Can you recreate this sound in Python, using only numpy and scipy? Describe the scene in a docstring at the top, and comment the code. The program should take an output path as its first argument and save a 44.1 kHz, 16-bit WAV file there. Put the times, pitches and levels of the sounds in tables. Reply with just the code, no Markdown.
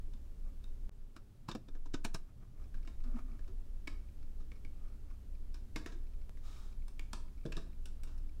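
"""Hard plastic bricks snap together as hands build a figure on a wooden table.
Studs slip into their sockets and seat: each snap rings a small part, sounds the hollow figure and
knocks the table. Loose parts tick, fingers rub and groan on the plastic, a forearm slides.
A small room answers, over low rumble, hum and air noise that sink for a while."""
import sys
import numpy as np
from scipy import signal
from scipy.fft import rfft, irfft, next_fast_len
from scipy.io import wavfile
from scipy.ndimage import map_coordinates

SR = 44100
rng = np.random.default_rng(int(sys.argv[2]) if len(sys.argv) > 2 else 0)


def generate_wav(signal):
    """Clip the signal to [-1, 1] and save it as 16-bit WAV at the path in sys.argv[1]."""
    frames = np.transpose(np.atleast_2d(signal))
    scaled = np.clip(frames, -1, 1) * 32767
    pcm = np.round(scaled).astype(np.int16)
    wavfile.write(sys.argv[1], SR, pcm)


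N = 370440

# Studs pressed home. Each row: time in seconds, click in dB, crack in dB, knock in Hz, knock in dB,
# part's ring in Hz, ring in dB, slip decay in seconds.
SNAPS = [(1.488, -53.5, -77, 167, -44.5, 1000, -45.5, 0.014),
         (1.515, -56, -83, 195, -53.5, 3660, -54.5, .0096), (1.5516, -59, -83, 225, -41, 654, -52, 0.008),
         (1.9418, -50, -76, 278, -40, 3750, -52.5, .0058), (2.049, -47, -56, 215, -44, 2450, -49.5, 0.0069),
         (2.146, -50.5, -57, 163, -46.5, 5350, -55, 0.0077), (3.874, -60, -83, 303, -60, 2206, -53, .0029),
         (3.8775, -58, -75, 311, -52.5, 2240, -49, 0.0036),
         (5.7606, -51.5, -64.5, 302, -44.5, 2180, -47.5, 0.0075),
         (5.8612, -57.5, -72, 335, -49, 1850, -53.5, 0.016),
         (7.1323, -51.5, -59, 230, -53, 1290, -52, 0.0045), (7.4542, -71, -86, 146, -41, 1560, -66, 0.0022),
         (7.461, -66, -79.5, 319, -46.5, 3430, -64, .0078), (7.522, -59, -76, 146, -62, 2440, -56, 0.003),
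         (7.526, -63, -78, 150, -64, 2680, -57, .004), (7.5681, -58, -68, 164, -47, 3730, -57.5, 0.004),
         (7.576, -62, -86, 230, -52.5, 1250, -62, 0.01)]
# Light touches. Each row: time in seconds, click in dB, brightness in dB, part's ring in Hz,
# ring in dB, slip decay in seconds.
TOUCHES = [(0.137, -73, 5, 3580, -74.5, .003), (0.6424, -72.5, 9, 3730, -66.5, 0.0017),
           (1.1655, -66, 0, 1256, -59.5, 0.0086), (1.686, -72.5, -8, 3650, -71, 0.0053),
           (1.752, -76.5, -12, 1680, -72, 0.014), (1.8593, -70.5, -5, 900, -66, 0.0096),
           (2.7434, -74, -2, 1600, -65, .018), (2.85, -78, -4, 1300, -72.5, .009),
           (2.875, -65, -0.5, 2260, -66.5, .006), (3.039, -71.5, 3, 1090, -78, .008),
           (3.3924, -77.5, -2, 1730, -70, .005), (3.478, -74, -4, 1070, -75, 0.014),
           (4.4026, -76.5, -7, 1180, -78, 0.017), (4.518, -74, -3, 2250, -62, .006),
           (4.6495, -74.5, -5, 2300, -62, .0045), (5.5434, -65, 6.5, 5300, -66.5, .013),
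           (5.922, -68, 0, 4000, -72, 0.017), (6.3726, -79, -1, 2030, -70, 0.011),
           (6.882, -68, 12.5, 1106, -69.5, 0.0025), (6.995, -64, 4.5, 2254, -53.5, 0.0027),
           (7.857, -63, 13.5, 2900, -63.5, .009), (8.0347, -64.5, 13.5, 2370, -71, 0.0055),
           (8.072, -69, -1, 1030, -76, .045), (8.178, -74.5, 11, 7670, -85, .009)]
# Resonances. Each row: centre in Hz, width in Hz, gain in dB.
BRICK_MODES = [(2300, 610, -3), (2900, 520, -2.5), (3650, 290, 1), (4700, 1370, -2.5), (5350, 684, 2.5),
               (6150, 1030, -5.5), (7400, 990, -7.5)]
CRACK_MODES = [(8600, 1800, 0), (10400, 2200, -4), (12600, 3000, -11)]
HOLLOW_MODES = [(900, 170, -5), (1070, 150, -1), (1250, 94, 0), (1600, 142, -1.5), (1880, 190, -12)]
TABLE_MODES = [(150, 112, -6.5), (230, 86, -1.5), (328.4, 52, 1.5), (442, 67, -1.5), (658, 86, -6.5)]
LOOSE_PART_MODES = [(1250, 130, -4), (2280, 180, 0), (2600, 200, -5), (4000, 400, -12), (5350, 400, -11)]
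RUB_MODES = [(253, 48, 4.5), (335, 75, 2.5), (627, 103, -2.5), (1235, 194, -3.5), (2300, 420, -15),
             (5430, 3600, -27.5)]
SCUFF_MODES = [(1250, 99, 2.5), (2250, 330, -10), (3180, 330, -9), (3820, 160, -1.5), (5230, 430, -9.5)]
# Dull ticks. Each row: start in seconds, peak in dB.
DRY_TICKS = [(0.8939, -42.5), (6.2948, -42)]
# Fingertip drags. Each row: centre in seconds, level in dB, pitch in Hz, glide in Hz per second,
# half length in seconds.
GROANS = [(3.081, -52.5, 252, 498, 0.022), (3.16, -42, 253, 7, 0.014), (3.246, -60, 250.3, -2, 0.04),
          (3.337, -59, 233, 3, 0.029), (3.504, -61.5, 375, 1800, 0.028)]
# Friction swells. Each row: centre in seconds, level in dB, half length in seconds.
FINGER_STROKES = [(.48, -69, 0.024), (2.29, -72, 0.015), (2.43, -67.5, 0.016), (2.61, -69, .04),
                  (3.09, -63.5, 0.037), (3.175, -57.5, 0.039), (3.31, -69.5, 0.087), (4.87, -72.5, 0.094),
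                  (5.12, -71.5, 0.028), (8.1, -75, 0.11)]
BASE_SHIFTS = [(1.5, -57, .15), (2.42, -57.5, 0.12)]
# Noise spectra. Each row: frequency in Hz, relative density in dB.
SLEEVE_SPECTRUM = [(200, -28), (700, 5), (1300, 6.5), (2000, -1), (3800, -0.5), (7000, -1.5), (11000, -11),
                   (15500, -13)]
RUMBLE_SPECTRUM = [(5, -17), (14, 3.5), (24, 6), (31, -7), (40, -15.5), (54, -13.5), (70, -28), (100, -32),
                   (160, -44.5), (300, -91)]
AIR_SPECTRUM = [(53, -17), (90, 6.5), (142, -6.5), (223, -6.5), (265, -10.5), (296, -17.5), (497, -21.5),
                (566, -17.5), (630, -25.5), (765, -24.5), (1230, -31.5), (1400, -30.5), (2260, -34),
                (2740, -33.5), (15800, -41)]
# Room decay. Each row: frequency in Hz, T60 in seconds.
ROOM_T60 = [(150, 0.59), (1300, 0.4), (5000, 0.33), (9000, 0.34), (15000, 0.2)]

# Early contacts start more softly, with a low thump; later ones start more sharply.
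SOFT_ATTACK_UNTIL_S, SOFT_ATTACK_RISE_S, SHARP_ATTACK_RISE_S = 2.5, 0.0026, 0.001
THUMP_HZ, THUMP_WIDTH_HZ, THUMP_DB = 105, 50, -10  # table top, relative to the knock
DULL_HZ, DULL_WIDTH_HZ, DULL_DB = 2030, 80, -9  # band the figure hardly radiates
TOUCH_KNOCK_HZ, GRIP_DB = 282, -83
FIDGET_S, FIDGET_PER_S, FIDGET_DECAY_S = (2.6, 8.4), 5, 0.005
FIDGET_DB, FIDGET_SPREAD_DB = -80, 2.5
SLIDE_S, SLIDE_DB, SLIDE_ATTACK_S, SLIDE_RELEASE_S = (6.46, 6.576), -65, 0.041, 0.21
SWAY_S, SWAY_HZ, SWAY_DB, SWAY_FADE_S = (1.746, 2.184), 16.5, -34, 0.068
ROOM_SEND_DB, RUMBLE_DB, HUM_DB, HUM_HZ, AIR_DB = -8, -40, -55.5, 59.3, -60.5
# In the hush the background sinks; the room's answer is weaker and shorter.
HUSH_S, HUSH_FADE_S, HUSH_T60_SHARE = (0.925, 2.56), 0.043, 0.65
HUSH_RUMBLE_DB, HUSH_HUM_DB, HUSH_AIR_DB, HUSH_ROOM_DB = -10.5, -8.5, -3, -10.5
GAP_S, GAP_DB, GAP_FADE_S = (0.898, 0.912), -33, 0.0044
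TOP_HZ = 15800


def snaps():
    """Studs snap home and knock the figure against the table."""
    out = np.zeros(N)
    for at_s, click_db, crack_db, knock_hz, knock_db, ring_hz, ring_db, slip_s in SNAPS:
        hollow_db = click_db - 0.5
        add(out, *contact(at_s, slip_s, click_db, hollow_db, crack_db,
                          knock_hz, knock_db, ring_hz, ring_db))
    return out


def contact(at_s, slip_s, click_db, hollow_db, crack_db, knock_hz, knock_db, ring_hz, ring_db):
    """Slipping studs drive table, hollow figure, brick walls and pushed part. Returns start, sound."""
    t = np.arange(-SR // 100, SR // 8) / SR
    soft_attack = at_s < SOFT_ATTACK_UNTIL_S
    rise_s = SOFT_ATTACK_RISE_S if soft_attack else SHARP_ATTACK_RISE_S

    def stud(share):
        return slip_force(t, rise_s, share * slip_s)

    push = unit(np.exp(-np.abs(t) / 0.00046)) + 0.31 * stud(0.66)
    knock = unit(resonate(push, [(knock_hz, 42, 0)]))
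    knock += 0.65 * unit(resonate(stud(1), gripped(TABLE_MODES)))
    thump = soft_attack * amp(THUMP_DB) * unit(resonate(push, [(THUMP_HZ, THUMP_WIDTH_HZ, 0)]))
    body = amp(knock_db) * (unit(knock) + thump)
    body += amp(hollow_db) * unit(resonate(stud(1), gripped(HOLLOW_MODES)))
    body += amp(click_db) * unit(resonate(stud(1), gripped(BRICK_MODES)))
    body += amp(crack_db) * unit(resonate(stud(0.51), gripped(CRACK_MODES)))
    jolt = unit(1.0 * (t == 0)) + 0.5 * stud(0.99)
    ring = amp(ring_db) * unit(resonate(jolt, [(ring_hz, 110, 0)]))
    hush = gate(at_s, HUSH_S, HUSH_FADE_S, HUSH_FADE_S)
    tail = room_tail(t60_share=HUSH_T60_SHARE ** hush)
    send = body + 0.56 * ring  # the ring stays drier than the rest
    heard = amp(ROOM_SEND_DB + HUSH_ROOM_DB * hush) * signal.fftconvolve(send, tail)
    add(heard, 0, body + ring)
    level_scale = np.sqrt(0.02 * SR / len(t))  # levels are rms over 20 ms
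    return at_s + t[0], level_scale * heard


def slip_force(t, rise_s, decay_s, spikiness=0.55, scatter_db=-9, scatter_t60_s=0.11):
    """Tiny slips build up, the stud seats at t = 0, then sound scatters off hands and table."""
    after_s = np.maximum(t, 0)
    envelope = np.exp(np.minimum(t, 0) / rise_s - after_s / decay_s)
    slips = rng.standard_normal(len(t))
    slips *= np.exp(spikiness * np.clip(rng.standard_normal(len(t)), -2, 2))
    scatter = rng.standard_normal(len(t)) * (t > 0) * amp(-60 * after_s / scatter_t60_s)
    return unit(slips * envelope) + amp(scatter_db) * unit(scatter)


def gripped(modes):
    """The grip detunes the modes anew at each contact."""
    return [(hz * np.exp(0.03 * rng.standard_normal()), width_hz, db) for hz, width_hz, db in modes]


def touches():
    """Light touches on loose parts: the brighter, the more crack and the less body."""
    out = np.zeros(N)
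    for at_s, click_db, bright_db, ring_hz, ring_db, slip_s in TOUCHES:
        knock_db = click_db + 6.6 - 0.9 * bright_db
        hollow_db = click_db - 0.29 - 0.39 * bright_db
        crack_db = click_db - 18 + 1.2 * bright_db
        add(out, *contact(at_s, slip_s, click_db, hollow_db, crack_db,
                          TOUCH_KNOCK_HZ, knock_db, ring_hz, ring_db))
    return out


def fidgets():
    """Loose parts tick faintly at random in the hand."""
    out, t = np.zeros(N), np.arange(SR // 20) / SR
    span_s = FIDGET_S[1] - FIDGET_S[0]
    for when, size in rng.random((round(FIDGET_PER_S * span_s), 2)):
        force = rng.standard_normal(len(t)) * np.exp(-t / FIDGET_DECAY_S)
        db = FIDGET_DB + FIDGET_SPREAD_DB * (2 * size - 1)
        add(out, FIDGET_S[0] + when * span_s, amp(db) * unit(resonate(force, LOOSE_PART_MODES)))
    return out


def dry_ticks(decay_s=0.0006):
    """Two dull ticks with no ring."""
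    out, t = np.zeros(N), np.arange(SR // 50) / SR
    for at_s, db in DRY_TICKS:
        add(out, at_s, amp(db) * np.exp(-t / decay_s))
    return out


def groans():
    """A dragging fingertip swells the figure's lowest resonance unsteadily."""
    out, t = np.zeros(N), np.arange(-SR // 8, SR // 8) / SR
    for at_s, db, hz, glide_hz_per_s, half_s in GROANS:
        jitter_hz = 12 * wobble(69.6)[:len(t)]
        phase = 2 * np.pi * np.cumsum(hz + glide_hz_per_s * t + jitter_hz) / SR
        envelope = amp(db) * np.exp(-(t / half_s) ** 2)
        add(out, at_s + t[0], envelope * np.sqrt(2) * np.sin(phase))
    return out


def finger_rub():
    """Skin catches on the figure in fine grains: faint grip plus strokes."""
    grains = rng.standard_normal(N) * amp(2.5 * wobble(160))
    return (amp(GRIP_DB) + swells(FINGER_STROKES)) * unit(resonate(grains, RUB_MODES))


def forearm_slide(t):
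    """A sleeve hisses over the table and excites resonances under the arm."""
    hiss = noise(SLEEVE_SPECTRUM)
    scuff = unit(resonate(rng.standard_normal(N), SCUFF_MODES))
    envelope = amp(SLIDE_DB + 0.6 * wobble(41)) * gate(t, SLIDE_S, SLIDE_ATTACK_S, SLIDE_RELEASE_S)
    return envelope * unit(hiss + 0.69 * scuff)


def base_shift():
    """The figure's base shifts on the table with a low rub."""
    modes = [(94, 44, -4.5), (131.4, 31.4, -1.5), (225, 24, -14.5)]
    return swells(BASE_SHIFTS) * unit(resonate(rng.standard_normal(N), modes))


def table_sway(t):
    """The table sways under the pressing hands."""
    return amp(SWAY_DB) * gate(t, SWAY_S, SWAY_FADE_S, SWAY_FADE_S) * np.sin(2 * np.pi * SWAY_HZ * t)


def room_tail(t60_share, onset_s=0.0086):
    """A fresh room response of energy 1; treble dies first."""
    t = np.arange(SR // 2) / SR
    hz, frame_s, spectrum = signal.stft(rng.standard_normal(len(t)), SR, nperseg=256)
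    t60_s = t60_share * log_interp(ROOM_T60, hz)[:, None]
    tail = signal.istft(spectrum * amp(-60 * frame_s / t60_s), SR, nperseg=256)[1][:len(t)]
    tail *= 1 - np.exp(-(t / onset_s) ** 2)
    return tail / np.linalg.norm(tail)


def room_noise(t):
    """Building rumble, motor hum, air with a faint fan; all drop out briefly, then sink in the hush."""
    hush = gate(t, HUSH_S, HUSH_FADE_S, HUSH_FADE_S)
    gap = gate(t, GAP_S, GAP_FADE_S, GAP_FADE_S)
    hum = amp(HUM_DB + HUSH_HUM_DB * hush + 1.4 * wobble(3.4)) * unit(np.sin(2 * np.pi * HUM_HZ * t))
    fan = amp(-13) * unit(resonate(rng.standard_normal(N), [(294.4, 20.4, -2.0), (413.4, 32, -7)]))
    rumble = amp(RUMBLE_DB + HUSH_RUMBLE_DB * hush) * noise(RUMBLE_SPECTRUM)
    air = amp(AIR_DB + HUSH_AIR_DB * hush) * (noise(AIR_SPECTRUM) + fan)
    return (rumble + hum + air) * amp(GAP_DB * gap)


def amp(db):
    """Decibels to gain."""
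    return 10 ** (np.asarray(db) / 20)


def unit(x):
    """Scale to rms 1."""
    return x / np.sqrt(np.mean(x ** 2) + 1e-30)


def log_interp(points, hz):
    """Interpolate (Hz, value) points on a log frequency axis."""
    knots_hz, values = np.transpose(points)
    return np.interp(np.log(hz + 1), np.log(knots_hz + 1), values)


def wobble(knots_per_s):
    """Smooth random curve."""
    knots = rng.standard_normal(int(N * knots_per_s / SR) + 4)
    return map_coordinates(knots, [np.arange(N) * knots_per_s / SR])


def filtered(x, response):
    """Apply a complex frequency response."""
    size = next_fast_len(len(x) + SR // 10)
    return irfft(rfft(x, size) * response(np.fft.rfftfreq(size, 1 / SR)), size)[:len(x)]


def resonate(x, modes):
    """Parallel causal resonances of alternating sign."""
    return filtered(x, lambda hz: sum(
        (-1) ** k * amp(db) * 1j * hz * width_hz / (centre_hz ** 2 - hz ** 2 + 1j * hz * width_hz)
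        for k, (centre_hz, width_hz, db) in enumerate(modes)))


def noise(spectrum):
    """Coloured noise of rms 1."""
    return unit(filtered(rng.standard_normal(N), lambda hz: amp(log_interp(spectrum, hz))))


def gate(t, span_s, attack_s, release_s):
    """1 within the span, linear ramps to 0 outside."""
    return np.clip(np.minimum(1 + (t - span_s[0]) / attack_s, 1 - (t - span_s[1]) / release_s), 0, 1)


def swells(rows):
    """Gain curve of bell-shaped swells."""
    t = np.arange(N) / SR
    return sum(amp(db) * np.exp(-((t - at_s) / half_s) ** 2) for at_s, db, half_s in rows)


def add(track, start_s, sound):
    """Mix a sound into the track."""
    part = track[max(0, round(start_s * SR)):][:len(sound)]
    part += sound[:len(part)]


def scene():
    """Mono mix above the table; contacts and handling pass a narrow notch."""
    t = np.arange(N) / SR
    unnotched = groans() + dry_ticks() + room_noise(t)
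    figure = snaps() + touches()
    figure += finger_rub() + forearm_slide(t) + base_shift() + table_sway(t) + fidgets()
    figure = filtered(figure, lambda hz: amp(DULL_DB * np.exp(-((hz - DULL_HZ) / DULL_WIDTH_HZ) ** 2)))
    return (figure + unnotched)[None]


def record(dry):
    """Cut everything above TOP_HZ."""
    return np.array([filtered(x, lambda hz: hz < TOP_HZ) for x in dry])


dry = scene()
out = record(dry)
generate_wav(out)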